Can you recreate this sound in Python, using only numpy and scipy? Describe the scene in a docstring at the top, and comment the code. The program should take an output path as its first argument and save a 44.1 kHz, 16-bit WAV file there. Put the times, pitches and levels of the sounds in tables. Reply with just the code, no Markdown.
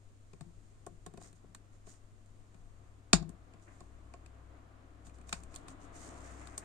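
"""Crimping tool on a workshop bench

Close up: a hand crimping tool ticks, snaps shut on a wire terminal and shifts in the fingers. Each contact is a
short noise burst that rings decaying modes of jaws, pivot, handle and bench and wakes the small room.
Harder blows thump through the bench, mostly into the left microphone; skin and steel rub as shaped noise.
Behind: mains hum and a wavering drone as sines, distant traffic, rumble and hiss as noise.
The camera stands on the bench; each of its two microphone ports has its own resonance."""
import sys
import numpy as np
from scipy import signal
from scipy.fft import rfft, irfft, next_fast_len
from scipy.io import wavfile
from scipy.ndimage import map_coordinates

SR = 44100
rng = np.random.default_rng(int(sys.argv[2]) if len(sys.argv) > 2 else 0)


def digitize_waveform(pressure):
    """Quantize a signal to 16-bit integers and store it at the path in sys.argv[1].

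    Rows of a 2-D input are taken as channels; values are limited to [-1, 1].
    """
    field = np.atleast_2d(pressure).T
    bounded = np.clip(field, -1, 1)
    quanta = np.round(bounded * 32767).astype(np.int16)
    wavfile.write(sys.argv[1], SR, quanta)


N = 292824
T = np.arange(N) / SR

# Contacts of the tool: (time [s], strength [dB], then relative to the strength: jaws [dB], pivot [dB],
# extra on the pinging plate [dB], handle knock [dB], extra on the handle's lowest mode as the grip
# lets it ring [dB], blow into the bench [dB]; last, left above right [dB])
CONTACTS = [(0.3321, -52.5, -3, -3, 14, 0, 4.5, -4, 3), (0.408, -41, -9, -9.5, -1, -11.5, -5, -4.5, 0.5),
            (0.8641, -35, -34, -21.5, 3, -8, 1, -15.5, 3.5),
            (1.0621, -36, -10.5, -9.5, -7, -5, 4, -15, -7.5), (1.1368, -47, -14, -15, 0, -7.5, 3, -6, -1),
            (1.1731, -43.5, -8.5, -7.5, 6, 0, 3, -9.5, -4), (1.214, -48, -10.5, -8, 0, -5.5, -1, -28, 5),
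            (1.256, -60, -6, -11, 2, 3.5, 7, 1.5, 2), (1.3278, -46.5, -14, -13, 8, -16.5, 2, -13, 1),
            (1.439, -66, -12, -10, 0, 9.5, 4, 12, 2), (1.547, -35, -11.5, -9.5, -6, -34, -3, -26.5, -6),
            (1.8684, -55.5, -6, -4, 6, 0.5, 5, 0.5, 6), (2.2596, -52.5, -15, -20, 2, -23, 0, -17, -4),
            (2.5437, -53, -9, -7, 5, -18, -9, -6.5, 2), (3.13, -12, 0.5, -2.5, 3, -15.5, -4.5, -15.5, 2.5),
            (3.225, -55, 4, -10, -3, 7, -6, 9.5, 0), (3.2916, -39.5, -30.5, -17.5, -0.5, -14, 5, -8, 2),
            (3.536, -55, -5, 2, 5.5, -3, -5, -3, -3), (3.595, -62, -4, 1, 10, -21, -3, -14, 0.5),
            (3.8044, -45.5, -8.5, -10, 7, -2.5, -7, -14, -4),
            (4.1371, -49.5, -2.5, 2, 9.5, 3.5, -5, -14, -0.5),
            (4.26, -45.5, -8.5, -6, 8, -19.5, 4, -15, -1),
            (5.0675, -43, -14, -13.5, 3, -15.5, -5.5, -15.5, 1.5),
            (5.095, -50, -12.5, -6, 6, -17, -5, -20, -2), (5.184, -49.5, -12, -9, 0, -11, 3, -8, 2),
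            (5.212, -49, -12, -6, -2, -23, -3, -30, -3), (5.2914, -34.5, -10.5, -11.5, 3, -17, -1, -38, -6),
            (5.3263, -25, -4, -2, 6, -20, -3, -24, 0.5), (5.434, -40, -31, -13.5, 5, -25, 1, -20, -2.5),
            (5.541, -43, -6, -5, 8, -20, -1, -24, -2), (5.5502, -38, -33, -25, 0, -36, -3, -35, 13),
            (5.559, -29.5, -14, -40, -5, -27, -12, -45, -9.5), (5.682, -37, -9.5, -9, 5, -27, -8, -29, -2),
            (6.471, -39, -9.5, -11, -0.5, -35, 2, -27, 7.5),
            (6.5777, -21.5, -34.5, -24, -10, -37, 1, -33, 3)]
# Steel jaws, damped by the grip: (frequency [Hz], level [dB], t60 [s])
JAW_MODES = [(3400, -2, .007), (3770, 2, .01), (4260, 1, .009), (4660, 0, .008), (5000, -4, .006),
             (5430, -2, .007), (6400, -8, .009), (6790, -8, .01)]
# Plates at the pivot, the last one pings: (frequency [Hz], level [dB], t60 [s])
PIVOT_MODES = [(1180, 3, .01), (1480, 1, .008), (1750, 0, .007), (2100, -3, .006), (2870, -1, .007),
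               (2430, -1, .01)]
# Handle, lowest mode first: (frequency [Hz], level [dB], t60 [s])
HANDLE_MODES = [(391.4, -2, 0.035), (551.6, -6.5, 0.027), (695.5, 1, 0.028), (840, -9.5, 0.013),
                (1084, -6, 0.031), (1435, -10.5, 0.017), (1780, -14.5, 0.02)]
# Bench top, t60 before the blow's strength scales it: (frequency [Hz], level [dB], t60 [s])
BENCH_MODES = [(139.5, -1, 0.14), (160.2, -4, 0.6), (172.6, -3.5, 0.58), (193, -8, .4), (207, -7.5, 0.22),
               (259, -9, 0.25), (290, -13.5, .2), (342, -14.5, 0.59)]
# The whole camera rocks: (frequency [Hz], level [dB], t60 [s])
ROCKING_MODES = [(48.56, 2.5, 0.4), (60, 0, .15)]
# Shallow dips in the click's spectrum: (frequency [Hz], width [Hz], share removed [0-1])
CLICK_DIPS = [(3140, 600, 0.52), (5950, 810, 0.34)]
# Late decay of the room: (frequency [Hz], t60 [s])
ROOM_DECAY = [(200, 0.82), (1000, 0.21), (4000, 0.19), (8000, 0.13), (12000, 0.19)]
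# Fingers sliding on the tool: (start [s], length [s], fine hiss [dB], coarse scuff [dB])
STROKES = [(1.195, 0.066, -61, -62.5), (1.343, 0.034, -74, -84), (1.716, 0.042, -76, -73),
           (1.848, 0.078, -63, -67.5), (3.61, 0.037, -72.5, -101), (3.653, 0.063, -83, -60.5),
           (3.68, 0.14, -76, -90), (5.042, 0.034, -66, -74), (5.13, 0.032, -72, -74),
           (5.263, 0.046, -64.5, -65), (5.311, 0.066, -63, -75), (5.482, 0.1, -70.5, -84),
           (5.673, 0.041, -64.5, -78), (5.792, 0.055, -68, -79), (5.916, 0.095, -61, -61),
           (5.997, 0.094, -60, -64), (6.116, 0.13, -68, -73), (6.199, 0.12, -65.5, -60),
           (6.348, 0.15, -66.5, -58.5), (6.479, 0.39, -73, -58)]
# Fine hiss of skin: (frequency [Hz], level per Hz [dB])
SKIN_SPECTRUM = [(1500, -26), (3000, -3.5), (6000, 0.5), (10000, -2.5), (16000, 0)]
# Coarse scuff, coloured by the handle: (frequency [Hz], level per Hz [dB])
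SCUFF_SPECTRUM = [(150, -26), (300, 17), (390, 6), (520, 4), (700, 12), (870, 5.5), (1080, 6), (1500, 5.5),
                  (2100, 3.5), (2800, -6.5), (5000, -47), (9000, -62)]
# A vehicle draws near: (time [s], level [dB])
TRAFFIC_COURSE = [(0, -75.5), (1.27, -72), (2.2, -72), (3.3, -67), (4.4, -63), (5.05, -63.5), (5.79, -57.5),
                  (6.2, -53), (6.64, -60.5)]
# Distant traffic: (frequency [Hz], level per Hz [dB])
TRAFFIC_SPECTRUM = [(65, -22.5), (110, -7), (125, -26.5), (150, -0.5), (205, -14.5), (279, -0.5),
                    (381, -10.5), (579, -11), (687, -5.5), (854, -15.5), (1100, -9.5), (3970, -33.5),
                    (4500, -38), (5850, -58.5), (9900, -120)]
# The drone comes in swells: (centre [s], half-width [s], peak level [dB])
DRONE_SWELLS = [(2.9, 0.28, -62), (3.38, 0.16, -58.5), (4.0, 0.28, -56.5), (4.45, 0.23, -55),
                (5.25, 0.44, -55), (5.9, 0.17, -56.5), (6.33, 0.28, -49.5)]
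# Low rumble: (frequency [Hz], level per Hz [dB])
RUMBLE_SPECTRUM = [(12, 1), (25, 3), (45, -7), (75, -13), (130, -14), (250, -47.5)]
# Background hiss: (frequency [Hz], level per Hz [dB])
HISS_SPECTRUM = [(120, -31), (200, 17), (1000, 0), (2500, -4.5), (5000, -11), (9000, -24), (10000, -9.5),
                 (12600, -4), (13000, -41), (16000, -44.5)]
# How alike noise is at left and right: (frequency [Hz], correlation [-1 to 1])
LIKENESS = [(60, 0.66), (130, 0.84), (300, 0.78), (700, 0.1), (1400, -0.14), (4000, 0.18)]
# Inlet resonances, left then right: (frequency [Hz], width [Hz], level [dB])
MIC_PORTS = [(8360, 540, 11), (7000, 950, 11)]
# Above the port resonances: (frequency [Hz], level [dB])
PORT_ROLL_OFF = [(9000, 0), (9900, -8.5), (12500, -15.5), (16000, -28)]
# Balance of the microphones: (frequency [Hz], left above right [dB])
LEFT_ABOVE_RIGHT = [(100, 5.5), (400, 5.5), (1300, 3), (2400, 1.5), (4400, -1)]

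# Burst of a contact at 0 dB; lighter ones are briefer (exponent per dB)
RISE_S, CONTACT_S, LONGER_PER_DB = 0.002, 0.0051, 0.012
CRACK_DB, ROOM_DB = -6.5, -3.5  # bare crack and room answer, relative to the strength
FAR_KNOCK_DB = -3  # the handle reaches the walls weaker
ROOM_RING_SHARE = 0.4  # share of the steel modes' ring time in the sound fed to the room, for an even tail
ROUGH_DB, BENCH_ROUGH_DB = 4.5, 3  # random level unevenness roughens the ring of handle and bench
TRAVEL_S = 0.002  # the blow travels through hand and bench
SETTLES_PER_DB = 0.02  # lighter blows die sooner in the bench (exponent per dB)
DAMPED_S = 0.21  # the leaning hand then stills the bench
BENCH_WANDER = 0.02  # small random phase wander roughens the bench's ring (share of time)
BENCH_RIGHT_DB = -13  # bench and foot are felt mostly by the port on the bench, the left one
# Camera foot over bench top at a 0 dB blow, its growth [dB per dB of blow], rocking over bench top
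THUD_DB, THUD_GROWS, ROCKING_DB = 21.5, 0.37, -5
# The foot is stiffer while pressed hard: its pitch sags as the blow fades
THUD_START_HZ, THUD_END_HZ, THUD_SAG_S = 370, 165, 0.0047
THUD_RISE_S, THUD_S = 0.0022, 0.023
STROKE_RISE, STROKE_FADE = 0.46, 0.87  # shares of a stroke's length
GRAIN_DB = 2  # unevenness of skin on steel
TOP_HZ = 16000  # upper band limit


def tool():
    """Each contact is a short burst that rings jaws, pivot, handle and bench."""
    out = np.zeros((2, N + SR))
    t = np.arange(SR // 12) / SR
    long = np.arange(SR // 3) / SR
    for s, db, jaw_db, pivot_db, ping_db, knock_db, low_db, bench_db, left_db in CONTACTS:
        force = contact(t, CONTACT_S * np.exp(LONGER_PER_DB * db))
        # the room is fed a single impulse with the energy of the contact
        impulse = np.linalg.norm(force[0]) * np.array([t == 0, t == 0])
        plates = [*PIVOT_MODES[:-1], np.add(PIVOT_MODES[-1], [0, ping_db, 0])]
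        knock = handle(t, knock_db, low_db)
        click = steel_click(force, t, jaw_db, pivot_db, plates, 1)
        to_walls = steel_click(impulse, t, jaw_db, pivot_db, plates, ROOM_RING_SHARE).mean(axis=0)
        to_walls = to_walls + amp(FAR_KNOCK_DB) * knock
        through_bench = bench(long, db + bench_db)
        heard = out[:, round(s * SR):]
        heard[:, :len(t)] += amp(db) * (click + knock) * amp([[left_db / 2], [-left_db / 2]])
        heard[:, :len(long)] += amp(db + ROOM_DB) * room(to_walls, size=len(long))
        heard[:, :len(long)] += amp(db + bench_db) * through_bench
    return out[:, :N]


def contact(t, length):
    """A short noise burst with an evened spectrum, drawn separately for each port."""
    shape = np.minimum(t / RISE_S, 1) * np.exp(-(t / length) ** 2)
    z = rfft(rng.standard_normal((2, len(t))) * shape)
    even = irfft(z / np.abs(z), len(t)) * np.sqrt(shape)
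    return even * np.linalg.norm(shape) / np.linalg.norm(even, axis=1, keepdims=True)


def steel_click(force, t, jaw_db, pivot_db, plates, ring_share):
    """The bare crack of a contact force and the steel that it rings."""
    crack = filtered(force, lambda hz: (1j * hz / (4500 + 1j * hz)) ** 2)
    jaws = np.multiply(JAW_MODES, [1, 1, ring_share])
    plates = np.multiply(plates, [1, 1, ring_share])
    steel = amp(jaw_db) * driven(force, jaws, t) + amp(pivot_db) * driven(force, plates, t)
    # the tool's body shades the right port
    both = amp(CRACK_DB) * crack + steel * amp([[2.5], [-2.5]])
    return filtered(both, click_dips)


def click_dips(f):
    """Shallow resonant dips in the click's spectrum."""
    dips = [1 - min(share, 1) * 1j * f * width / (hz * hz - f * f + 1j * f * width)
            for hz, width, share in CLICK_DIPS]
    return np.prod(dips, axis=0)


def driven(force, modes, t):
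    """Modes shaken by a force, with the force's energy at each port; small parts radiate no bass."""
    answer = ring(modes, t, scatter_db=1.5, attack=0.0001)
    x = signal.fftconvolve(force, answer[None], axes=1)[:, :len(t)]
    x = filtered(x, lambda hz: (1j * hz / (0.75 * modes[0][0] + 1j * hz)) ** 2)
    return x * np.linalg.norm(force[0]) / np.linalg.norm(x, axis=1, keepdims=True)


def handle(t, knock_db, low_db):
    """The handle's modes at an uneven level; the grip decides how freely the lowest one rings."""
    gripped = [np.add(HANDLE_MODES[0], [0, low_db, 0]), *HANDLE_MODES[1:]]
    level = amp(knock_db + ROUGH_DB * wobble(260, t))
    return level * ring(gripped, np.maximum(t - 0.0025, 0), scatter_db=1.0, attack=0.0025)


def bench(t, blow_db):
    """A blow reaches the camera as a thud of its foot, the ringing bench top and a rocking body."""
    late = np.maximum(t - TRAVEL_S, 0)
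    thud = amp(THUD_DB + THUD_GROWS * blow_db) * foot(late)
    settle = np.exp(SETTLES_PER_DB * (blow_db + 26.0))
    modes = np.multiply(BENCH_MODES, [1, 1, settle])
    rough = amp(BENCH_ROUGH_DB * wobble(45, t))
    stilled = np.exp(-(late / DAMPED_S) ** 4)
    shift = np.cumsum(BENCH_WANDER * wobble(30, t)) / SR * (late > 0)
    top = rough * stilled * ring(modes, late + shift, scatter_db=3.0, attack=0.006)
    rocking = amp(ROCKING_DB) * ring(ROCKING_MODES, late, scatter_db=0.5, attack=0.008)
    return (thud + top) * amp([[0], [BENCH_RIGHT_DB]]) + rocking


def foot(t):
    """The thud of the camera's foot: a few swings of falling pitch."""
    sag = (THUD_START_HZ - THUD_END_HZ) * THUD_SAG_S * (1 - np.exp(-t / THUD_SAG_S))
    turns = (THUD_END_HZ * t + sag) * (1 + 0.11 * rng.standard_normal())  # pitch varies per blow
    return np.sin(2 * np.pi * turns) * (1 - np.exp(-t / THUD_RISE_S)) * np.exp(-(t / THUD_S) ** 2)


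def room(x, size):
    """A fresh diffuse tail for each ear: near surfaces die fast, then each frequency at its own speed."""
    hz, t, z = signal.stft(rng.standard_normal((2, size)), SR, nperseg=256)
    near = amp(11.0 - 60 * t / 0.07)
    decay = amp(-60 * t / along(ROOM_DECAY, hz)[:, None]) + near
    tail = signal.istft(z * decay, SR, nperseg=256)[1]
    return signal.fftconvolve(x[None], tail / np.linalg.norm(tail[0]), axes=1)[:, :size]


def fingers():
    """Skin slips over steel in uneven grains; each stroke rises, holds and fades."""
    u = np.array([(T - s) / length for s, length, *_ in STROKES])  # progress through each stroke
    fade = np.exp(-(np.maximum(u - 0.6, 0) / STROKE_FADE) ** 2)
    swell = np.clip(u / STROKE_RISE, 0, 1) * fade
    fine, coarse = amp(np.transpose(STROKES)[2:]) @ swell
    hiss = unit(amp(GRAIN_DB * wobble(300)) * rush(SKIN_SPECTRUM))
    scuff = unit(amp(GRAIN_DB * wobble(90)) * rush(SCUFF_SPECTRUM))
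    return fine * hiss + coarse * scuff


def workshop():
    """All that lies behind the tool: traffic, drone, hum, rumble and hiss."""
    rumble = amp(-59.5 + 1.6 * wobble(1.5)) * rush(RUMBLE_SPECTRUM)
    return traffic() + drone() + mains_hum() + rumble + amp(-70.5) * rush(HISS_SPECTRUM)


def traffic():
    """Distant traffic through the walls: shaped noise that swells and flutters slightly."""
    level_db = np.interp(T, *np.transpose(TRAFFIC_COURSE))
    return amp(level_db + 1.0 * wobble(13)) * rush(TRAFFIC_SPECTRUM)


def drone():
    """An engine-like low sine through the walls, wavering in pitch and level."""
    swell = sum(amp(db) * np.exp(-((T - s) / width) ** 2) for s, width, db in DRONE_SWELLS)
    level = swell * amp(2.2 * wobble(3.3))
    hz = 63.5 + 1.2 * wobble(2.7)
    return level * np.sin(2 * np.pi * np.cumsum(hz) / SR)


def mains_hum():
    """A 100 Hz sine, twice the mains frequency, with a slightly unsteady level."""
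    return amp(-60.0 + 0.41 * wobble(31)) * np.sin(2 * np.pi * 100 * T)


def amp(db):
    """dB to gain."""
    return 10 ** (np.asarray(db) / 20)


def unit(x):
    """Scaled to rms 1."""
    return x / np.sqrt(np.mean(x ** 2) + 1e-20)


def along(points, hz):
    """(Hz, value) points interpolated on a log axis."""
    f, v = np.transpose(points)
    return np.interp(np.log(hz + 1), np.log(f + 1), v)


def wobble(rate, t=T):
    """A smooth random curve, rate knots a second."""
    return map_coordinates(rng.standard_normal(int(t[-1] * rate) + 4), [t * rate])


def filtered(x, response):
    """x times a complex response of frequency."""
    m = next_fast_len(x.shape[-1] + 8192)
    return irfft(rfft(x, m) * response(np.fft.rfftfreq(m, 1 / SR)), m)[..., :x.shape[-1]]


def rush(spectrum):
    """Stereo noise of rms 1, alike in the bass and nearly unrelated in the treble."""
    def shares(hz):
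        turn = np.arccos(np.clip(along(LIKENESS, hz), -1, 1)) / 2
        return amp(along(spectrum, hz)) * [np.cos(turn), np.sin(turn)]
    mid, side = filtered(rng.standard_normal((2, N)), shares)
    return unit(np.array([mid + side, mid - side]))


def ring(modes, t, scatter_db, attack):
    """Decaying modes at randomly scattered strengths, peak 1."""
    hz, db, t60 = np.transpose(modes)[:, :, None]
    db = db + scatter_db * rng.standard_normal(hz.shape)
    x = (amp(db - 60 * t / t60) * np.sin(2 * np.pi * hz * t)).sum(axis=0)
    x = x * (1 - np.exp(-t / attack))
    return x / np.abs(x).max()


def scene():
    """Everything that arrives at the two ports."""
    return tool() + fingers() + workshop()


def port(f, hz, width, db):
    """A Helmholtz inlet: flat below, a peak, then a steep fall."""
    peak = amp(db) * 1j * f * width / (hz * hz - f * f + 1j * f * width)
    return (1 + peak) * amp(along(PORT_ROLL_OFF, f))


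def record(dry):
    """Port resonances, a left side stronger in the bass, and the band limit."""
    def response(f):
        tilt = amp(np.outer([0.5, -0.5], along(LEFT_ABOVE_RIGHT, f)))
        return np.array([port(f, *p) for p in MIC_PORTS]) * tilt * (f < TOP_HZ)
    return filtered(dry, response)


dry = scene()
out = record(dry)
digitize_waveform(out)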